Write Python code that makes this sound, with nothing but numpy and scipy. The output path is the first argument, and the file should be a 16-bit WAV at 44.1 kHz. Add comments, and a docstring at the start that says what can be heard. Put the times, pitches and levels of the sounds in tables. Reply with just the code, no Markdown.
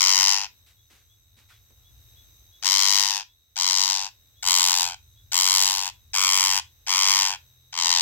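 """Outdoors at night, near walls that give a short echo, a parakeet held close to a phone screeches eight times.
Its voice organ, the syrinx, buzzes near 1 kHz in bursts of a few cycles, about 95 bursts a second.
Clicks and puffs of air make the buzz; resonances of throat and beak colour it.
Behind it are crickets (ringing bands), a piping frog (sliding sine notes), cloth rustles, low thumps and
a knock (noise ticks) and a far engine (low noise and wavering tones)."""
import sys
import numpy as np
from scipy import signal
from scipy.fft import rfft, irfft
from scipy.io import wavfile
from scipy.ndimage import uniform_filter1d, minimum_filter1d

SR = 44100
rng = np.random.default_rng(int(sys.argv[2]) if len(sys.argv) > 2 else 0)


def wav_record(signal):
    """Record a signal, one row per channel, as 16-bit PCM in the file named by sys.argv[1]."""
    frames = np.transpose(np.atleast_2d(signal))
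    bounded = np.clip(frames, -1, 1)
    # unit amplitude maps onto the largest positive 16-bit level
    quanta = np.round(bounded * 32767).astype(np.int16)
    wavfile.write(sys.argv[1], SR, quanta)


def linear_from_db(decibels):
    """Turn decibels (scalar or array-like) into linear amplitude factors; 0 gives 1."""
    return 10 ** (np.asarray(decibels, float) / 20)


N = 353285
T = np.arange(N) / SR  # time in seconds

# Effort of the bird, one list a screech. Each row: time in seconds, level in dB, pitch in Hz.
SCREECH_EFFORT = [
    [(0.0, -37, 1130), (0.006, -24, 1096), (0.03, -24.5, 1045), (0.314, -26.5, 964), (0.444, -40, 897),
     (0.47, -56, 848)],
    [(2.63, -37, 930), (2.654, -28, 1062), (2.75, -28, 1048), (2.98, -28, 1006), (3.178, -37.5, 907),
     (3.235, -55, 891)],
    [(3.562, -34.5, 962), (3.626, -30, 1044), (3.77, -28, 984), (3.94, -30, 948), (4.066, -42.5, 902),
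     (4.09, -55, 863)],
    [(4.43, -27.5, 927), (4.44, -39, 1035), (4.474, -28.5, 1015), (4.55, -26, 1026), (4.832, -29.5, 907),
     (4.948, -49, 822)],
    [(5.322, -28.5, 1040), (5.392, -27, 1029), (5.532, -27.5, 1027), (5.632, -25.5, 960), (5.88, -38, 926),
     (5.902, -46.5, 910)],
    [(6.138, -28, 1013), (6.174, -30.5, 1162), (6.374, -27, 1042), (6.586, -30.5, 938), (6.6, -38, 926)],
    [(6.87, -32, 996), (6.918, -29, 1100), (7.15, -26, 1026), (7.262, -28, 950), (7.346, -42.5, 876),
     (7.362, -53, 900)],
    [(7.73, -39, 1086), (7.768, -40.5, 1080), (7.774, -32.5, 1036), (7.878, -27.5, 976), (8.0, -27.5, 951),
     (8.01, -24, 945)],
]
# Timing of the bursts, one row a screech. Each row: first burst in seconds, number of gaps between bursts,
# gap in ms at the start, in the middle and at the end.
BURST_TIMING = [(.0084, 44, 10.75, 10.42, 9.9), (2.6257, 59, 10.64, 10.15, 10.09),
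                (3.5662, 49, 11.4, 10.5, 10.51), (4.4313, 46, 11.07, 11.12, 11.42),
                (5.3223, 54, 11.29, 10.54, 10.71), (6.1416, 43, 10.68, 10.65, 10.43),
                (6.8728, 46, 11.02, 10.42, 10.73), (7.7297, 24, 12.02, 11.54, 11.7)]
# Head and beak pose, one row a screech. Each row: stretch of the resonances (a factor), left minus right
# in dB, open beak in dB, bright group in dB, lift of the second and of the fourth resonance in dB.
HEAD_POSE = [(.96, 8.8, -3, -3.5, -1, -5.5), (1.005, 12.6, -1, -7.5, -0.5, -0.5),
             (1.01, 8.5, -5, -7, 1.5, 0), (1, 5.4, -3.5, 0.5, 0, 1.3), (1.002, 5.25, -4, -0.5, -0.5, 0.5),
             (1.03, 5, -0.5, -3.5, 1, -1.8), (1.047, 4.7, -1, -11.5, 2, -1),
             (1.014, 6.6, -3.5, -6.5, 1, 1.3)]
# Voice, one row a screech. Each row: length of the bursts (a factor), fundamental in dB, air in dB.
VOICE_SETTINGS = [(1.08, -8.5, -7), (1.04, -6.5, -4.5), (1.07, -7.5, -9.5), (1.09, -6, -3), (1.1, -8, -2),
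                  (1.2, -4.5, -3.5), (1.28, -5, -7.5), (1.1, -8, -11)]
# Resonances of the windpipe, of the throat and beak, of the hissing air and of the pumped air.
# Each row: centre in Hz, half width in Hz, level in dB within its group.
WINDPIPE_MODES = [(960, 700, 0)]
THROAT_BEAK_MODES = [(1560, 240, -0.5), (2200, 490, -5), (3165, 337, -2.46), (4106, 684, 0),
                     (4846, 886, -2.9), (6044, 730, -0.6), (7475, 714, 0)]
AIR_MODES = [(11040, 750, -1), (13000, 9800, -9.5), (16300, 2800, -2.5)]
PUMP_MODES = [(397, 171, 1)]
# Echoes off hands and cloth. Each row: delay in ms, gain at the left port, gain at the right port.
HAND_ECHOES = [(.37, 0.19, 0.17), (.7, -0.13, -0.083), (1.1, -0.13, -0.15), (1.701, 0.057, -0.12),
               (2.4, 0.013, -0.18)]
# Frog pipes. Each row: time of the swell's peak in seconds, level in dB.
FROG_PIPES = [(.8, -65), (1.12, -61), (1.54, -62), (1.87, -59), (2.19, -55), (2.551, -55), (3.301, -62),
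              (4.39, -57.5), (5.19, -58.5), (5.95, -60), (6.671, -61)]
# Cloth rustles, low thumps (240 to 350 Hz) and a knock (1520 Hz). Each row: start in seconds,
# length in seconds, level in dB before fading, centre in Hz, width in Hz.
RUSTLES_AND_THUMPS = [(0.661, 0.067, -58.5, 2820, 3600), (0.896, 0.11, -58, 2300, 3500),
                      (.9, 0.083, -66, 297, 300), (1.367, .07, -59, 2300, 3000),
                      (1.37, 0.045, -67, 240, 150), (1.485, 0.088, -58, 2600, 3000),
                      (1.501, .03, -54.5, 1520, 400), (1.706, 0.0034, -60, 2000, 4000),
                      (1.701, 0.035, -65.5, 350, 200), (1.72, .4, -79, 595, 700)]
# Crickets. Each row: centre in Hz, width in Hz, average strokes per second, blur from 0 to 1,
# level in dB before the swells.
CRICKET_BANDS = [ (3810, 230, 82, .3, -66), (7700, 400, 70, .9, -77), (6180, 280, 55, 1, -69.5),
                 (13300, 1200, 240, .5, -72)]
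# Colour of the night air. Each row: frequency in Hz, relative level in dB per Hz.
NIGHT_COLOUR = [(90, -35.5), (150, -18.5), (360, -20), (1000, -25), (2400, -24.5), (3800, -25), (4500, -27),
                (6000, -20), (7000, -43.5), (7700, -20.5), (9500, -51), (12000, -16.5), (15500, -22)]
# Swell of the crickets and night air together. Each row: time in seconds, change in dB.
CHORUS_SWELL = [(0, -2.5), (.6, -1), (1.3, -3), (2.1, 3.5), (2.6, 2), (3.4, -5), (4.3, -1.5), (5.1, 0),
                (6, -2.5), (6.8, -0.5), (7.6, 0), (8, 1)]
# Rise and fall of the far engine's rumble. Each row: time in seconds, relative level in dB.
ENGINE_LEVEL = [(0.0, -57), (0.64, -64.5), (1.89, -58.5), (1.92, -53), (3.19, -70), (4.44, -61),
                (4.46, -57.5), (6.56, -56.5), (6.72, -64), (7.27, -57.5), (7.61, -69), (8.01, -57)]
# Colour of that rumble. Each row: frequency in Hz, relative level in dB per Hz.
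RUMBLE_COLOUR = [(25, -25), (45, 0), (70, 2.5), (110, 0.5), (150, -19.5), (300, -30), (600, -39.5)]
# Firing tone of the far engine. Each row: time in seconds, average frequency in Hz, level in dB.
FIRING_TONE = [(4.1, 37.5, -97), (4.5, 37.5, -66), (5.8, 37.66, -62.5), (6.5, 39.5, -58), (7, 41.15, -64),
               (8, 42.7, -63.5)]
# Overtones of the engine. Each row: multiple of the firing tone, average level in dB against it.
ENGINE_OVERTONES = [(1, -11), (2, 0), (3, -2)]

# random spread of the slaps: timing in cycles, pitch as a share, loudness in dB
CYCLE_JITTER, PITCH_SCATTER, SIZE_DB = .024, .014, 1.2
BURST_JITTER_MS, BURST_DB = .06, .5  # random spread from burst to burst
RISE_MS, FALL_MS = 1.163, 1.47  # swell and fade of a burst, before the voice's length factor
SAG = .033  # how fast the cycles spread out within a burst
SCOOP, SCOOP_MS = .28, 14  # share of pitch missing as a call begins, and how fast it is made up
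EARLY_MS, FIRST_LATE_MS = .7, 1.5
LEAK_MS, LEAK_DB = 4.5, -8  # air that leaks before the membranes catch
RASP, PUMP_RASP = .2, .12  # share of air puffs in the buzz and in the pumped air
THROAT_DB, PUMP_DB = 5, -26  # throat group; pumped air against the fundamental
# dB lost by each group per dB of lost effort; the fundamental holds on and gives way only at the end
BEAK_SHARE, BRIGHT_SHARE, AIR_SHARE, LOW_SHARE, LOW_BEND_PER_DB = 0.68, 1.1, 1.24, 0.18, 0.015
# the treble tires during a call
BRIGHT_DB_PER_S, AIR_DB_PER_S, BEAK_DB_PER_S = -9, -1, -1.5
LEAD = 4  # samples by which the bird reaches the left port first
WALL_DB, WALL_T60_S, WALL_GAP_MS = -11, 0.19, 3.4  # echo level, time to fade by 60 dB, wait
FROG_HZ, FROG_SLIDE_HZ, FROG_MS = 3400, 49.3, 16.6  # final pitch, half the full slide, note width
NIGHT_DB = -63  # before the swells
TOP_HZ, LEFT_DB = 15800, .6  # treble limit; left minus right
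CEILING, LOOK_AHEAD = .9, 131  # limiter: highest peak, samples of warning


def parakeet():
    """All calls in place; the left port is nearer the bird, so sound reaches the right port later."""
    out = np.zeros((2, N))
    for call in zip(SCREECH_EFFORT, BURST_TIMING, HEAD_POSE, VOICE_SETTINGS):
        at, both = screech(*call)
        out[:, at:at + both.shape[1]] += both
    out[1] = np.roll(out[1], LEAD)
    return out


def screech(rows, bursts, pose, voice):
    """One call: the buzz through groups of resonances; the head shades the treble of the right port."""
    s, effort_db, pitch_hz = np.transpose(rows)
    stretch, pan_db, beak_db, bright_db, second_db, fourth_db = pose
    hold, low_db, air_db = voice
    t = T[max(int((s[0] - .02) * SR), 0):int((s[-1] + .05) * SR)]
    age = t - s[0]
    peak_db = effort_db.max()
    lost = peak_db - np.interp(t, s, effort_db)

    slaps, puffs = syrinx(t, s, pitch_hz, bursts, hold)
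    leaking = np.abs(age + LEAK_MS / 2000) < LEAK_MS / 2000
    leak = leaking * rng.standard_normal(len(t)) * np.std(slaps) * linear_from_db(LEAK_DB)
    buzz = slaps + RASP * puffs[0] + leak

    lift = (0, second_db, 0, fourth_db, 0, 0, 0)
    tract = [(hz * stretch, w, db + up) for (hz, w, db), up in zip(THROAT_BEAK_MODES, lift)]
    # each group moves with effort and age
    low_db = peak_db + low_db - LOW_SHARE * lost - LOW_BEND_PER_DB * lost ** 2
    beak_db = peak_db + beak_db - BEAK_SHARE * lost + BEAK_DB_PER_S * age
    bright_db = peak_db + bright_db - BRIGHT_SHARE * lost + BRIGHT_DB_PER_S * age
    air_db = peak_db + air_db - AIR_SHARE * lost + AIR_DB_PER_S * age

    # little sounds under the fundamental but the air pumped by each burst
    low = resonances(slaps, WINDPIPE_MODES, low_db) - resonances(buzz, tract[:3], beak_db)
    low = signal.sosfiltfilt(signal.butter(5, 630, "high", fs=SR, output="sos"), low)
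    low = low + resonances(slaps + PUMP_RASP * puffs[1], PUMP_MODES, low_db + PUMP_DB)
    throat = resonances(buzz, tract[3:6], peak_db + THROAT_DB - lost)
    high = throat - resonances(buzz, tract[6:], bright_db)
    # the topmost hiss is turbulence, partly unrelated at the two ports
    air = resonances(slaps + .9 * puffs, AIR_MODES, air_db)
    pan = linear_from_db(np.array([[pan_db], [-pan_db]]) / 2)
    return int(round(t[0] * SR)), low + pan * high + air


def syrinx(t, s, pitch_hz, bursts, hold):
    """Membrane slaps: each burst swells and dies within a few cycles; a puff of air rides each slap."""
    centre = burst_times(*bursts)
    cycle = np.arange(-4, 7)
    chance = rng.standard_normal((len(centre), 4 + 2 * len(cycle)))
    pitch_luck, cycle_luck, time_luck, loud_luck = chance[:, :4].T[:, :, None]
    wobble, size = np.split(chance[:, 4:], 2, axis=1)
    # the voice scoops up as the membranes tighten, unless the call is already under way
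    slack = SCOOP * np.exp((s[0] - centre) * 1000 / SCOOP_MS) * (s[0] > 0)
    hz = np.interp(centre, s, pitch_hz) * (1 - slack)
    period = (1 + PITCH_SCATTER * pitch_luck) / hz[:, None]
    # the pitch sags within a burst, which widens every overtone
    late = (cycle + SAG * cycle ** 2 + 0.13 * cycle_luck + CYCLE_JITTER * wobble) * period
    swell_ms = hold * np.where(late < 0, RISE_MS, FALL_MS)
    shape = np.exp(-.5 * np.abs(late * 1000 / swell_ms) ** 2.4)
    # slack membranes slap more softly
    shape = shape * linear_from_db(-25 * slack[:, None] + BURST_DB * loud_luck)
    strength = (shape * linear_from_db(SIZE_DB * size)).ravel()
    start = centre[:, None] - t[0] + (BURST_JITTER_MS * time_luck - EARLY_MS) / 1000

    # place each click between samples with a short smooth pulse
    at = (start + late).ravel() * SR
    tap = np.floor(at)[:, None] + np.arange(-7, 9)
    away = tap - at[:, None]
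    click = np.sinc(away) * np.cos(np.pi * away / 16) ** 2
    slaps = np.zeros(len(t))
    np.add.at(slaps, np.clip(tap, 0, len(t) - 1).astype(int), click * strength[:, None])
    puffs = uniform_filter1d(np.abs(slaps), size=30) * rng.standard_normal((2, len(t)))
    return slaps, level(puffs, 0) * np.std(slaps)


def burst_times(first, gaps, *gap_ms):
    """The gap between bursts drifts smoothly; the first burst of a fresh call comes a little late."""
    gap = np.polyfit([0, gaps / 2, gaps], gap_ms, deg=len(gap_ms) - 1)
    k = np.arange(gaps + 1)
    late_ms = FIRST_LATE_MS * (k == 0) * (first > .1)
    return first + (np.polyval(np.polyint(gap), k) + late_ms) / 1000


def resonances(x, modes, db):
    """Resonances side by side with alternating sign, at a level that may move."""
    y = 0
    for k, (hz, half, mode_db) in enumerate(modes):
        y = y + (-1) ** k * linear_from_db(mode_db) * ring(ring(x, hz, 2 * half), hz, 2 * half)
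    return level(y, 0) * linear_from_db(db)


def hands(bird):
    """Close echoes smear each slap and cut fixed notches, different at each port."""
    out = bird
    for ms, left, right in HAND_ECHOES:
        out = out + np.array([[left], [right]]) * np.roll(bird, int(ms * SR / 1000), axis=1)
    return out


def walls(bird):
    """A short scatter of echoes that dies away, different at each port."""
    t = np.arange(int(.5 * SR)) / SR
    tail = rng.standard_normal((2, len(t))) * linear_from_db(-60 * t / WALL_T60_S) * (t > WALL_GAP_MS / 1000)
    tail = ring(ring(tail, 3200, 7000), 3200, 7000)
    tail = tail / np.sqrt(np.sum(tail ** 2, axis=1, keepdims=True))
    mono = bird.mean(axis=0, keepdims=True)
    return linear_from_db(WALL_DB) * signal.fftconvolve(mono, tail, axes=1)[:, :N]


def frog():
    """Short pure notes that slide up, level off and end in a fainter pulse."""
    out = np.zeros(N)
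    for s, db in FROG_PIPES:
        t = (T - s) * 1000 / FROG_MS
        hz = FROG_HZ + FROG_SLIDE_HZ * (np.tanh(t + 1.1) - 1)
        swell = np.exp(-.5 * t ** 2) + 0.23 * np.exp(-.5 * (t - 2.2) ** 2)
        out += linear_from_db(db) * swell * np.sin(2 * np.pi * np.cumsum(hz) / SR)
    return out


def rustles_and_thumps():
    """Dense noise ticks of uneven size, swelling and fading: cloth rustles, low thumps and a knock."""
    out = 0
    for s, length, db, hz, width in RUSTLES_AND_THUMPS:
        size_db = 3.5 * np.minimum(rng.exponential(size=N), 4)
        ticks = rng.standard_normal((3, N)) * linear_from_db(size_db)
        # one shared noise plus one of its own for each port
        ticks = level(ring(ticks[0] + .8 * ticks[1:], hz, width), db)
        u = np.clip((T - s) / length, 0, None)
        out = out + ticks * (1 - np.exp(-u / 0.065)) * np.exp(-u ** 2)
    return out


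def crickets():
    """Wing strokes ring a narrow band; many unseen insects blur each band with noise."""
    out = 0
    for hz, width, rate, blur, db in CRICKET_BANDS:
        drift = 1 + 0.016 * np.array([walk(9.0), walk(5.5)])
        strokes = np.cumsum(rate * drift, axis=1) / SR
        clicks = np.diff(np.floor(strokes), prepend=0, axis=1)
        push = level(clicks, 0) * (1 - blur) + blur * rng.standard_normal((2, N))
        out = out + level(ring(ring(push, hz, width), hz, width), db) * linear_from_db(2.2 * walk(4))
    return out


def night_air():
    """Coloured noise whose level wanders a little."""
    return level(coloured(NIGHT_COLOUR), NIGHT_DB) * linear_from_db(1.3 * walk(4.5))


def engine():
    """Low rumble with wavering firing tones, nearly the same at both ports."""
    noise = coloured(RUMBLE_COLOUR, channels=3)
    rumble = linear_from_db(np.interp(T, *np.transpose(ENGINE_LEVEL)) - 2.0) * (noise[0] + .48 * noise[1:])
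    s, hz, db = np.transpose(FIRING_TONE)
    turns = np.cumsum(np.interp(T, s, hz) * (1 + 0.014 * walk(2.0))) / SR
    tones = 0
    for multiple, tone_db in ENGINE_OVERTONES:
        tones = tones + linear_from_db(tone_db + 3.5 * walk(2.7)) * np.sin(2 * np.pi * multiple * turns)
    return rumble + linear_from_db(np.interp(T, s, db)) * tones


def level(x, db):
    """Scale to an rms (average power) level; x at rms 1 is 0 dB."""
    return x * linear_from_db(db) / np.sqrt(np.mean(x ** 2))


def ring(x, hz, width):
    """One resonance, gain 1 at the centre."""
    return signal.lfilter(*signal.iirpeak(hz, hz / width, fs=SR), x)


def coloured(shape, channels=2):
    """Unrelated noises with a spectrum of (Hz, dB) points."""
    hz, db = np.transpose(shape)
    f = np.maximum(np.fft.rfftfreq(N, 1 / SR), 1)
    gain = linear_from_db(np.interp(np.log(f), np.log(hz), db))
    return level(irfft(rfft(rng.standard_normal((channels, N))) * gain, N), 0)


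def walk(rate):
    """Random levels, each held for 1 / rate seconds, then smoothed twice."""
    k = int(SR / rate)
    steps = np.repeat(rng.standard_normal(N // k + 1), k)
    return uniform_filter1d(uniform_filter1d(steps, k), k)[:N]


def scene():
    """Bird and its echo over the night."""
    bird = hands(parakeet())
    swell = linear_from_db(np.interp(T, *np.transpose(CHORUS_SWELL)))
    night = (crickets() + night_air()) * swell
    return bird + walls(bird) + night + frog() + rustles_and_thumps() + engine()


def band_limit(x):
    """A steep low-pass at the top of the band."""
    return signal.sosfilt(signal.butter(12, 16480, fs=SR, output="sos"), x)


def record(dry):
    """The phone cuts the top, and a limiter turns down any peaks above its ceiling."""
    x = signal.sosfilt(signal.ellip(8, .2, 70, TOP_HZ, fs=SR, output="sos"), dry)
    x = x * linear_from_db(np.array([[LEFT_DB], [-LEFT_DB]]) / 2)
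    peak = np.abs(x).max(axis=0) + 1e-9
    gain = minimum_filter1d(np.minimum(1, CEILING / peak), size=2 * LOOK_AHEAD)
    mix = x * uniform_filter1d(gain, size=LOOK_AHEAD)
    return band_limit(mix)


dry = scene()
out = record(dry)
wav_record(out)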